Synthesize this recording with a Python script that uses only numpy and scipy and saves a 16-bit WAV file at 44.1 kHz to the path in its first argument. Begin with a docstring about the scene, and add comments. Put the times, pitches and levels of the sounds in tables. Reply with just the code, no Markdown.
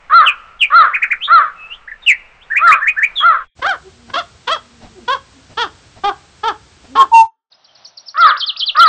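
"""Among trees by a lake, birds call loudly: arching yelps with clipped whistles between them,
then faint far coos under a run of harsh honks and two pure hoots, then thin ticks that break into
a fast trill over more yelps. Voices are buzzing harmonics with breath noise, or nearly pure gliding tones.
Trunks and ground throw the calls back as echoes and diffuse tails, and the loudest ones overload the
recorder. Shaped noise makes the outdoor air, in three stretches of differing colour with short gaps."""
import sys
import numpy as np
from scipy import signal
from scipy.fft import rfft, irfft
from scipy.io import wavfile
from scipy.ndimage import uniform_filter1d

SR = 44100
rng = np.random.default_rng(int(sys.argv[2]) if len(sys.argv) > 2 else 0)


def wav_out(sig):
    """Save sig, one row per channel (or a flat mono array), as 16-bit PCM at SR to the path in sys.argv[1]."""
    wavfile.write(sys.argv[1], SR, np.round(np.clip(np.atleast_2d(sig).T, -1, 1) * 32767).astype(np.int16))


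N = 391608
TIME = np.arange(N) / SR  # seconds


def amp(db):
    """Amplitude factor of a level in dB."""
    return 10 ** (np.asarray(db) / 20)


def unit(x):
    """The sound scaled to rms 1."""
    return x / np.sqrt(np.mean(x ** 2) + 1e-20)


def read(points, hz):
    """A spectrum in dB, joined by straight lines over log frequency."""
    point_hz, db = np.transpose(points)
    return np.interp(np.log(hz + 1), np.log(point_hz + 1), db)


def add(mix, start_s, sound):
    """Lays a sound into the mix from its start time, cut off at the end of the mix."""
    part = mix[max(round(start_s * SR), 0):][:len(sound)]
    part += sound[:len(part)]


def lowpass(x, hz):
    """Steep treble cut without delay."""
    taps = signal.firwin(401, min(hz, .49 * SR), window=("kaiser", 8), fs=SR)
    return signal.oaconvolve(x, taps, "same")


def highpass(x, hz):
    """Third-order bass cut."""
    return signal.sosfilt(signal.butter(3, hz, "high", fs=SR, output="sos"), x)


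def wander(size, hz):
    """Smooth random drift of about rms 1, with most of its movement slower than hz."""
    drawn = size + SR  # a spare second, so that short calls do not wrap round
    f = np.fft.rfftfreq(drawn, 1 / SR)
    spectrum = rfft(rng.standard_normal(drawn)) * np.exp(-(f / hz) ** 2)
    return unit(irfft(spectrum))[:size]


def coloured(spectrum):
    """Noise of rms 1 with the given spectrum."""
    gain = amp(read(spectrum, np.fft.rfftfreq(N, 1 / SR)))
    return unit(irfft(rfft(rng.standard_normal(N)) * gain, N))


def during(start_s, end_s):
    """1 between two times, with short fades inside them."""
    return np.clip(np.minimum(TIME - start_s, end_s - TIME) / 0.034, 0, 1)


def echoes(x, reflections):
    """The sound with a few single reflections from nearby surfaces."""
    out = x.copy()
    for delay_s, level_db in reflections:
        add(out, delay_s, amp(level_db) * x)
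    return out


def scatter(x, t60, wet_db):
    """Diffuse tail from many twigs and trunks: sparse random reflections that lose 60 dB in t60 seconds."""
    t = TIME[:SR]
    sparse = rng.standard_normal(SR) * (rng.random(SR) < .05)
    taps = sparse * amp(-60 * t / t60) * (t > .004)
    return amp(wet_db) * signal.oaconvolve(x, taps / np.linalg.norm(taps))[:N]


def overload(x, ceiling, hardness):
    """Rounds off the crests, which adds odd harmonics."""
    return x / (1 + abs(x / ceiling) ** hardness) ** (1 / hardness)


def grit(x, db, low_hz):
    """Hiss that follows the power of a sound, so it rides on the loudest moments."""
    power = uniform_filter1d(x ** 2, size=90)
    return amp(db) * power * highpass(rng.standard_normal(N), low_hz)


def progress(length_s):
    """Runs from 0 to 1 over a call."""
    return np.linspace(0, 1, int(length_s * SR))


def swell(u, attack, release, ends_db, bend):
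    """Amplitude with attack, hold and release; the first and last are shares of the call."""
    before = 1 - u / attack
    after = 1 - (1 - u) / max(release, .01)
    away = np.clip(np.maximum(before, after), 0, 1)
    return amp(-ends_db * away ** bend) * signal.windows.tukey(len(u), .06)


def arch(u, first_hz, top_hz, last_hz, top, rise_bend, fall_bend):
    """Pitch that climbs to a top and falls away, with how far it has risen and fallen (0-1)."""
    rise = np.sin(np.pi / 2 * np.clip(u / top, 0, 1)) ** rise_bend
    fall = np.clip((u - top) / (1 - top), 0, 1) ** fall_bend
    hz = first_hz + (top_hz - first_hz) * rise + (last_hz - top_hz) * fall
    return hz, rise, fall


def note(length_s, first_hz, knee_hz, last_hz, knee, crest):
    """Pitch and amplitude of a whistled note: two glides joined at a rounded knee, one crest, faded ends."""
    u = progress(length_s)
    hz = np.interp(u, [0, min(knee, 1), 1], [first_hz, knee_hz, last_hz])
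    rounded_hz = uniform_filter1d(hz, size=int(.34 * len(u)) + 1)
    return rounded_hz, swell(u, crest, 1 - crest, ends_db=17, bend=2.19)


def sing(notes, calls):
    """Start, pitch and amplitude of every note of a repeated call."""
    for start_s, level_db, pitch, stretch in calls:
        for delay_s, length_s, note_db, *shape in notes:
            hz, level = note(length_s * stretch, *shape)
            yield start_s + delay_s * stretch, hz * pitch, amp(level_db + note_db) * level


def whistle(hz, level, jitter, second_db):
    """A nearly pure tone with a slightly unsteady pitch and a weak octave."""
    phase = 2 * np.pi * np.cumsum(hz * (1 + jitter * wander(len(hz), 570))) / SR
    return level * (np.sin(phase) + amp(second_db) * np.sin(2 * phase))


def reedy(hz, throat, rough, jitter, bright_db=0):
    """Harmonics and pulsed breath noise of the syrinx, shaped by the throat; about rms 1."""
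    def gain(f):
        brightness = bright_db * np.clip((f - 1700) / 1200, 0, 1)
        return amp(read(throat, f) + brightness)
    size = len(hz)
    turns = np.cumsum(hz * (1 + jitter * wander(size, 180))) / SR
    k = np.arange(1, 21)[:, None]  # harmonic numbers
    weights = gain(k * hz)
    lag = (k * hz / 900) ** 2  # the throat delays the high harmonics, which spreads each pulse out
    harmonics = weights * np.cos(2 * np.pi * k * turns - lag)
    voice = harmonics.sum(0) / np.sqrt((weights ** 2).sum(0) / 2)
    puffs = rng.standard_normal(size) * (1 + np.cos(2 * np.pi * turns))  # one puff a cycle
    breath = unit(irfft(rfft(puffs) * gain(np.fft.rfftfreq(size, 1 / SR)), size))
    return (voice + rough * breath) / np.sqrt(1 + rough ** 2)


def air(spectrum, db, start_s, end_s, edge_hz, swell_db):
    """Outdoor hiss or rumble: shaped noise whose level wanders by swell_db rms."""
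    level = amp(db + swell_db * wander(N, 6))
    return level * lowpass(coloured(spectrum), edge_hz) * during(start_s, end_s)


def outdoor_air():
    """The open air by the lake: broad noise in three stretches, with rumble under the first and third."""
    # Relative noise spectra behind the yelps, the honks and the trill, and of the rumble: hz, level_db
    behind_yelps = [(15, -39.5), (25, -17), (142, -17.5), (177, -14), (310, -21.5), (458, -14), (1050, -10),
                    (1310, -10.5), (1840, -12.5), (2790, -14), (3240, -24), (8600, -37), (11200, -68.5),
                    (18900, -120)]
    behind_honks = [(15, -49), (25, -22), (32, -14), (63, 4.5), (150, -3), (231, -9.5), (377, -10),
                    (629, -14), (711, -12), (804, -14), (1590, -13), (1760, -15.5), (4340, -16),
                    (8600, -21.5), (11200, -50), (18900, -120)]
    behind_trill = [(15, -54), (25, -13), (453, -25), (640, -10), (844, -13.5), (1090, -16.5), (1160, -16),
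                    (2270, -23), (3680, -17), (6100, -22.5), (7930, -40), (13400, -120)]
    low_rumble = [(18, 4.5), (30, 3), (62, -6.5), (90, -15.5), (150, -19), (400, -49.5)]
    third = air(behind_trill, -54, 7.5, 8.92, edge_hz=6080, swell_db=2.5)
    return (air(behind_yelps, -48.5, -.03, 3.48, edge_hz=8600, swell_db=1.5)
            + air(low_rumble, -51.5, -.025, 3.5, edge_hz=900, swell_db=.5)
            + air(behind_honks, -47, 3.55, 7.28, edge_hz=8600, swell_db=.5)
            + highpass(third, 100)
            + air(low_rumble, -58, 8.12, 8.92, edge_hz=900, swell_db=6.5))


def yelps():
    """Arching calls whose second harmonic sits on the throat resonance; raspy at both ends, quavering as they fall."""
    # Calls: start_s, level_db, pitch_factor, length_factor, held_db (how far the call starts held back)
    yelp_calls = [(.094, 3, 0.99, 1.002, 2.5), (.699, 3.5, 0.99, 1.032, 3.5), (1.273, 2, .995, .95, 2.5),
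                  (2.582, 3, 1, 1.05, 8.5), (3.199, -1, 1, 1, 2), (8.141, 6.5, .99, 1.012, 14),
                  (8.746, 2.5, 0.99, 1.045, 2.5)]
    # Throat resonances: hz, level_db
    yelp_throat = [(450, -32.5), (700, -26.5), (950, -22.5), (1150, -2.5), (1380, -0.5), (1650, -11),
                   (2050, -22), (2800, -41), (3500, -36.5), (4300, -47)]
    # Reflections from ground and trunks: delay_s, level_db
    reflections = [(0.058, -13.5), (0.075, -17.5), (0.093, -22.5), (0.106, -37)]
    out = np.zeros(N)
    for start_s, level_db, pitch, stretch, held_db in yelp_calls:
        u = progress(.185 * stretch)  # seconds
        # Pitches before the call's own pitch factor
        hz, _, _ = arch(u, first_hz=563, top_hz=700.5, last_hz=450.7, top=.37, rise_bend=2.6, fall_bend=1.35)
        level = swell(u, attack=.27, release=.48, ends_db=22.5, bend=1.14)
        t = TIME[:len(hz)]
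        quaver = 1 + .025 * np.sin(2 * np.pi * 52 * t) * np.clip(t / .12, 0, 1) ** 2  # 52 Hz, growing
        rough = .06 + .9 * np.clip(1 - level / .8, 0, 1)  # breathier where the call is weak
        effort = amp(level_db - held_db * np.clip(1 - (u / .62) ** 3, 0, 1))
        voice = reedy(hz * pitch * quaver, yelp_throat, rough, jitter=.004 + .03 * rough)
        add(out, start_s, effort * level * voice / np.sqrt(2))
    wet = echoes(out, reflections)
    wet = wet + scatter(out, t60=.16, wet_db=-17.5) + scatter(out, t60=1.2, wet_db=-25.5)
    wet = overload(highpass(wet, 320), ceiling=.9, hardness=7)
    heard = during(-1, 3.46) + during(7.5, 10)  # the tails stop with these stretches
    return lowpass(wet + grit(wet, db=-44, low_hz=1500), 4400) * heard


def whistles():
    """Short clipped notes, gliding and nearly pure: down-slurs, pips, two-part calls and single whistles."""
    # Notes of each call: delay_s, length_s, level_db, first_hz, knee_hz, last_hz, knee_share, crest_share
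    slur_notes = [(-.008, 0.03, -24.5, 3435, 3434, 3154, 0.4, 0.8),
                  (.007, .054, -5.5, 3362, 2430, 2428, .58, 0.31)]
    pip_notes = [(0.0054, 0.037, -6.5, 1600, 2680, 1100, .55, .6)]
    two_part_notes = [(0, .042, -9, 1544, 1947, 1495, .62, 0.6),
                      (.048, .048, -3, 1439, 2584, 2531, .62, 0.64)]
    # When each is sung: start_s, level_db, pitch_factor, length_factor
    slur_calls = [(.253, 1, 0.99, 1), (0.6, 1.5, .97, 1)]
    pip_calls = [(0.923, -2.5, 1.017, 1.16), (1.013, 1, 0.99, 0.83), (1.098, -0.5, .98, .92)]
    two_part_calls = [(2.501, -2.5, 0.98, 0.96), (2.657, -0.5, 0.97, 0.96), (2.81, -2, 0.97, 0.99),
                      (2.964, -1.5, 0.95, 1)]
    # Single whistles: start_s, length_s, level_db, first_hz, knee_hz, last_hz, knee_share, crest_share
    single_whistles = [(1.207, 0.066, -16.5, 2360, 3796, 3720, 0.7, .52),
                       (1.234, .04, -21, 2810, 3395, 3757, .5, 0.6),
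                       (1.555, 0.14, -33, 2680, 2573, 2616, 0.34, 0.62),
                       (1.698, 0.058, -25.5, 2620, 3000, 3680, 0.67, 0.36),
                       (1.875, .028, -24.5, 1450, 2097, 1500, 0.48, 0.16),
                       (1.915, 0.018, -22, 2150, 1800, 1615, 0.2, 0.1),
                       (2.019, 0.042, -35.5, 3740, 3540, 3420, 0.8, .45),
                       (2.062, 0.069, -1, 3050, 2472, 1743, .5, 0.5),
                       (2.399, .045, -41.5, 1906, 3134, 3950, 0.5, 0.6),
                       (3.155, 0.093, -12, 3950, 3394, 3196, 0.26, 0.37),
                       (7.675, 0.043, -49, 3430, 3126, 3074, 0.42, 0.54),
                       (7.862, 0.025, -40.5, 5800, 5900, 5980, 0.6, .45),
                       (8.058, 0.031, -35.5, 5280, 5390, 5260, 0.8, .55)]
    # Close reflections: delay_s, level_db
    reflections = [(.0085, -7.5), (0.015, -14), (.023, -14), (.041, -24)]
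    out = np.zeros(N)
    repeated = (slur_notes, slur_calls), (pip_notes, pip_calls), (two_part_notes, two_part_calls)
    for notes, calls in repeated:
        for start_s, hz, level in sing(notes, calls):
            add(out, start_s, whistle(hz, level, jitter=.023, second_db=-54))
    for start_s, length_s, level_db, *shape in single_whistles:
        hz, level = note(length_s, *shape)
        add(out, start_s, amp(level_db) * whistle(hz, level, jitter=.018, second_db=-39.5))
    wet = echoes(out, reflections)
    wet = wet + scatter(out, t60=.15, wet_db=-12) + scatter(out, t60=.7, wet_db=-27)
    wet = overload(wet, ceiling=1, hardness=3.5)
    return lowpass(wet + grit(wet, db=-21.5, low_hz=1500), 8600)


def scuffs():
    """Soft scuffs between the honks: brief dull swells of noise."""
    # Swells: start_s, length_s, level_db
    scuff_swells = [(3.583, 0.032, -38), (4.07, 0.07, -38.5), (4.785, 0.12, -36.5), (5.479, 0.074, -40.5),
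                    (5.946, 0.07, -39), (6.831, 0.038, -40)]
    # Relative noise spectrum: hz, level_db
    scuff_spectrum = [(60, -2), (250, -4.5), (450, -12.5), (750, -5), (1100, -18), (1700, -19.5),
                      (3000, -22.5), (8000, -28.5)]
    level = np.zeros(N)
    for start_s, length_s, level_db in scuff_swells:
        add(level, start_s, amp(level_db) * np.hanning(int(length_s * SR)))
    return level * lowpass(coloured(scuff_spectrum), 6100)


def honks():
    """Harsh honks: a sudden rough start, a pitch arch, then a fall that dulls and tapers off."""
    # Calls: start_s, length_s, first_hz, top_hz, last_hz, top_share (of the length, where the top comes),
    # rise_exponent (higher is later), level_db, roughness (0-1), brightness_db, beak_factor (on the throat)
    honk_calls = [(3.615, .15, 518, 802.5, 421, 0.46, 3.46, -13.5, 0.22, -3, 1.17),
                  (4.093, 0.017, 498, 519, 477, .7, 1.4, -29.5, .85, 0, 1.2),
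                  (4.133, .09, 525, 712, 458, 0.59, 4.14, -15.5, 0.31, 3, 1.036),
                  (4.469, 0.11, 482.5, 661, 376, 0.55, 2.7, -15.5, 0.29, 3.5, 1.05),
                  (5.076, 0.096, 470.6, 550.4, 388, 0.56, 1.7, -13, .13, -1, 0.99),
                  (5.569, 0.11, 408, 482.7, 286, 0.3, 1.64, -16, 0.24, 4.5, 1.046),
                  (6.034, 0.088, 380.5, 412.7, 305, 0.48, 1.2, -12.5, 0.16, -9, 0.88),
                  (6.43, 0.1, 409, 462.5, 278, .38, 1.3, -14, 0.13, -4, .97),
                  (6.95, .11, 419.7, 468, 285.3, 0.37, 1.54, -15.5, 0.37, -1.5, 0.98)]
    # Throat resonances before the beak factor: hz, level_db
    honk_throat = [(120, -34.5), (300, -2.5), (450, -12), (750, -7), (1100, 1), (1400, -6), (1650, -7),
                   (2100, -23), (2700, -21.5), (3300, -10), (3800, -23), (4500, -23.5), (6000, -34.5),
                   (8500, -56)]
    out = np.zeros(N)
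    for start_s, length_s, first_hz, top_hz, last_hz, top, late, level_db, rough, bright_db, beak in honk_calls:
        u = progress(length_s)
        hz, rise, fall = arch(u, first_hz, top_hz, last_hz, top, rise_bend=late, fall_bend=1.6)
        attack = np.clip(u * length_s / .011, 0, 1) ** 1.5  # 11 ms
        taper_db = -26 * np.clip((u - .66) / .44, 0, 1) ** 1.02
        level = attack * amp(taper_db + 2.1 * wander(len(u), 81))
        rasp = rough * (.18 + .92 * (1 - rise) + fall)
        # Strong and weak pulses alternate, most where the call is raspy
        doubling = 1 + .29 * rasp * np.cos(np.pi * np.cumsum(hz) / SR)
        # A wider beak raises the low resonances
        throat = [(f * beak if f < 2500 else f, throat_db) for f, throat_db in honk_throat]
        voice = reedy(hz, throat, rasp, jitter=.12 * rasp, bright_db=bright_db)
        body = lowpass(voice, 1800)
        treble_gain = amp(-12 * fall + 2.5 * wander(len(u), 60))  # dulls by 12 dB and flutters
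        add(out, start_s, amp(level_db) * level * doubling * (body + treble_gain * (voice - body)))
    wet = out + scatter(out, t60=.14, wet_db=-10) + scatter(out, t60=.51, wet_db=-26.5)
    return lowpass(overload(wet, ceiling=.38, hardness=4), 8600)


def coos():
    """Faint low coos from far off: gliding tones with an octave, in a strong diffuse tail."""
    # Calls: start_s, length_s, level_db, first_hz, last_hz
    coo_calls = [(3.834, 0.061, -36, 383, 377), (3.906, 0.31, -42.5, 244.6, 223),
                 (4.494, 0.48, -45.5, 252.7, 217.5), (4.949, .06, -35, 406, 331),
                 (4.984, 0.074, -37.5, 268, 213), (5.331, 0.086, -41.5, 286, 249),
                 (6.876, 0.09, -32.5, 230.6, 288)]
    far = np.zeros(N)
    for start_s, length_s, level_db, first_hz, last_hz in coo_calls:
        u = progress(length_s)
        level = amp(level_db) * swell(u, attack=.83, release=.4, ends_db=16, bend=2.2)
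        hz = first_hz + (last_hz - first_hz) * u
        add(far, start_s, whistle(hz, level, jitter=.047, second_db=-13))
    return far + scatter(far, t60=.47, wet_db=-7)


def hoots():
    """Two loud, nearly pure hoots that sag a little, the second lower; overtones grow with their level."""
    # Calls: start_s, length_s, level_db, pitch_hz (halfway), attack_share (of the length)
    hoot_calls = [(6.96, 0.087, 2.5, 1076, 0.64), (7.115, 0.14, 3, 905, .25)]
    # Faint overtones at full swell: pitch_multiple, level_db
    hoot_overtones = [(3, -30), (4, -38.5), (6, -39.5), (7, -33)]
    sag_hz_per_s = 190
    near = np.zeros(N)
    for start_s, length_s, level_db, pitch_hz, attack in hoot_calls:
        u = progress(length_s)
        shape = swell(u, attack, release=.35, ends_db=19, bend=1.63)
        hz = pitch_hz - sag_hz_per_s * length_s * (u - .5)
        phase = 2 * np.pi * np.cumsum(hz * (1 + .0074 * wander(len(u), 400))) / SR
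        overtones = sum(amp(over_db) * np.sin(k * phase) for k, over_db in hoot_overtones)
        add(near, start_s, amp(level_db) * shape * (np.sin(phase) + shape ** 2 * overtones))
    near = overload(near + scatter(near, t60=.14, wet_db=-15), ceiling=.91, hardness=10)
    return lowpass(near + grit(near, db=-25, low_hz=2500), 8500)


def trill():
    """A small bird winds up with thin ticks, then repeats flick, buzz, dip and sweep five times a second."""
    # Notes of a tick, and flick, buzz, dip and sweep of the trill:
    # delay_s, length_s, level_db, first_hz, knee_hz, last_hz, knee_share, crest_share
    tick_notes = [(0, .021, 1, 5810, 4380, 3900, .53, 0.38), (.022, 0.027, -7, 5320, 5740, 5610, 0.38, .35)]
    trill_notes = [(0, 0.036, -12, 1800, 4990, 5230, .38, 0.19),
                   (0.029, 0.041, -2, 5840, 4213, 3335, 0.39, .55),
                   (.052, .042, 0.5, 3450, 2980, 3700, .3, .6),
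                   (.098, .058, 1, 5150, 4255, 2470, .42, 0.74)]
    # When each is sung: start_s, level_db, pitch_factor, length_factor
    tick_calls = [(7.517, -41.5, 0.9, 0.94), (7.643, -42, 1, 0.81), (7.749, -41, 1, 0.95),
                  (7.846, -30.5, 1, 1), (7.971, -28.5, 1, 0.94), (8.08, -25, 1, 0.82)]
    trill_calls = [(8.168, -17.5, 1.05, 0.95), (8.364, -13, 1.01, 0.88), (8.561, -11, 0.98, 0.85),
                   (8.759, -10, 0.97, 0.82)]
    # Pitch shake of flick, buzz, dip and sweep, each a share of the pitch
    warble_shares = (0.04, 0.14, 0.0058, 0.018)
    # Close reflections from twigs and ground: delay_s, level_db
    reflections = [(.012, -19.5), (.022, -21)]
    warble_hz = 203
    ticks, song = np.zeros(N), np.zeros(N)
    for start_s, hz, level in sing(tick_notes, tick_calls):
        add(ticks, start_s, whistle(hz, level, jitter=.022, second_db=-57))
    for start_s, level_db, pitch, stretch in trill_calls:
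        for (delay_s, length_s, note_db, *shape), warble in zip(trill_notes, warble_shares):
            hz, level = note(length_s * stretch, *shape)
            shake = 1 + warble * np.sin(2 * np.pi * warble_hz * TIME[:len(hz)])
            loudness = amp(level_db + note_db) * level
            add(song, start_s + delay_s, whistle(hz * pitch * shake, loudness, jitter=.01, second_db=-64))
    tick_tail = scatter(ticks, t60=.049, wet_db=-9) + scatter(ticks, t60=.28, wet_db=-14.5)
    song_tail = scatter(song, t60=.19, wet_db=-14)
    return lowpass(echoes(ticks + song, reflections) + tick_tail + song_tail, 5700)


def scene():
    """All the birds over the outdoor air, as one channel."""
    birds = yelps() + whistles() + honks() + coos() + hoots() + trill()
    return (outdoor_air() + birds + scuffs())[None]


def record(dry):
    """The recorder: calls that pass full scale are clipped, then the band is limited."""
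    return lowpass(np.clip(dry[0], -1, 1), 15700)[None]


dry = scene()
out = record(dry)
wav_out(out)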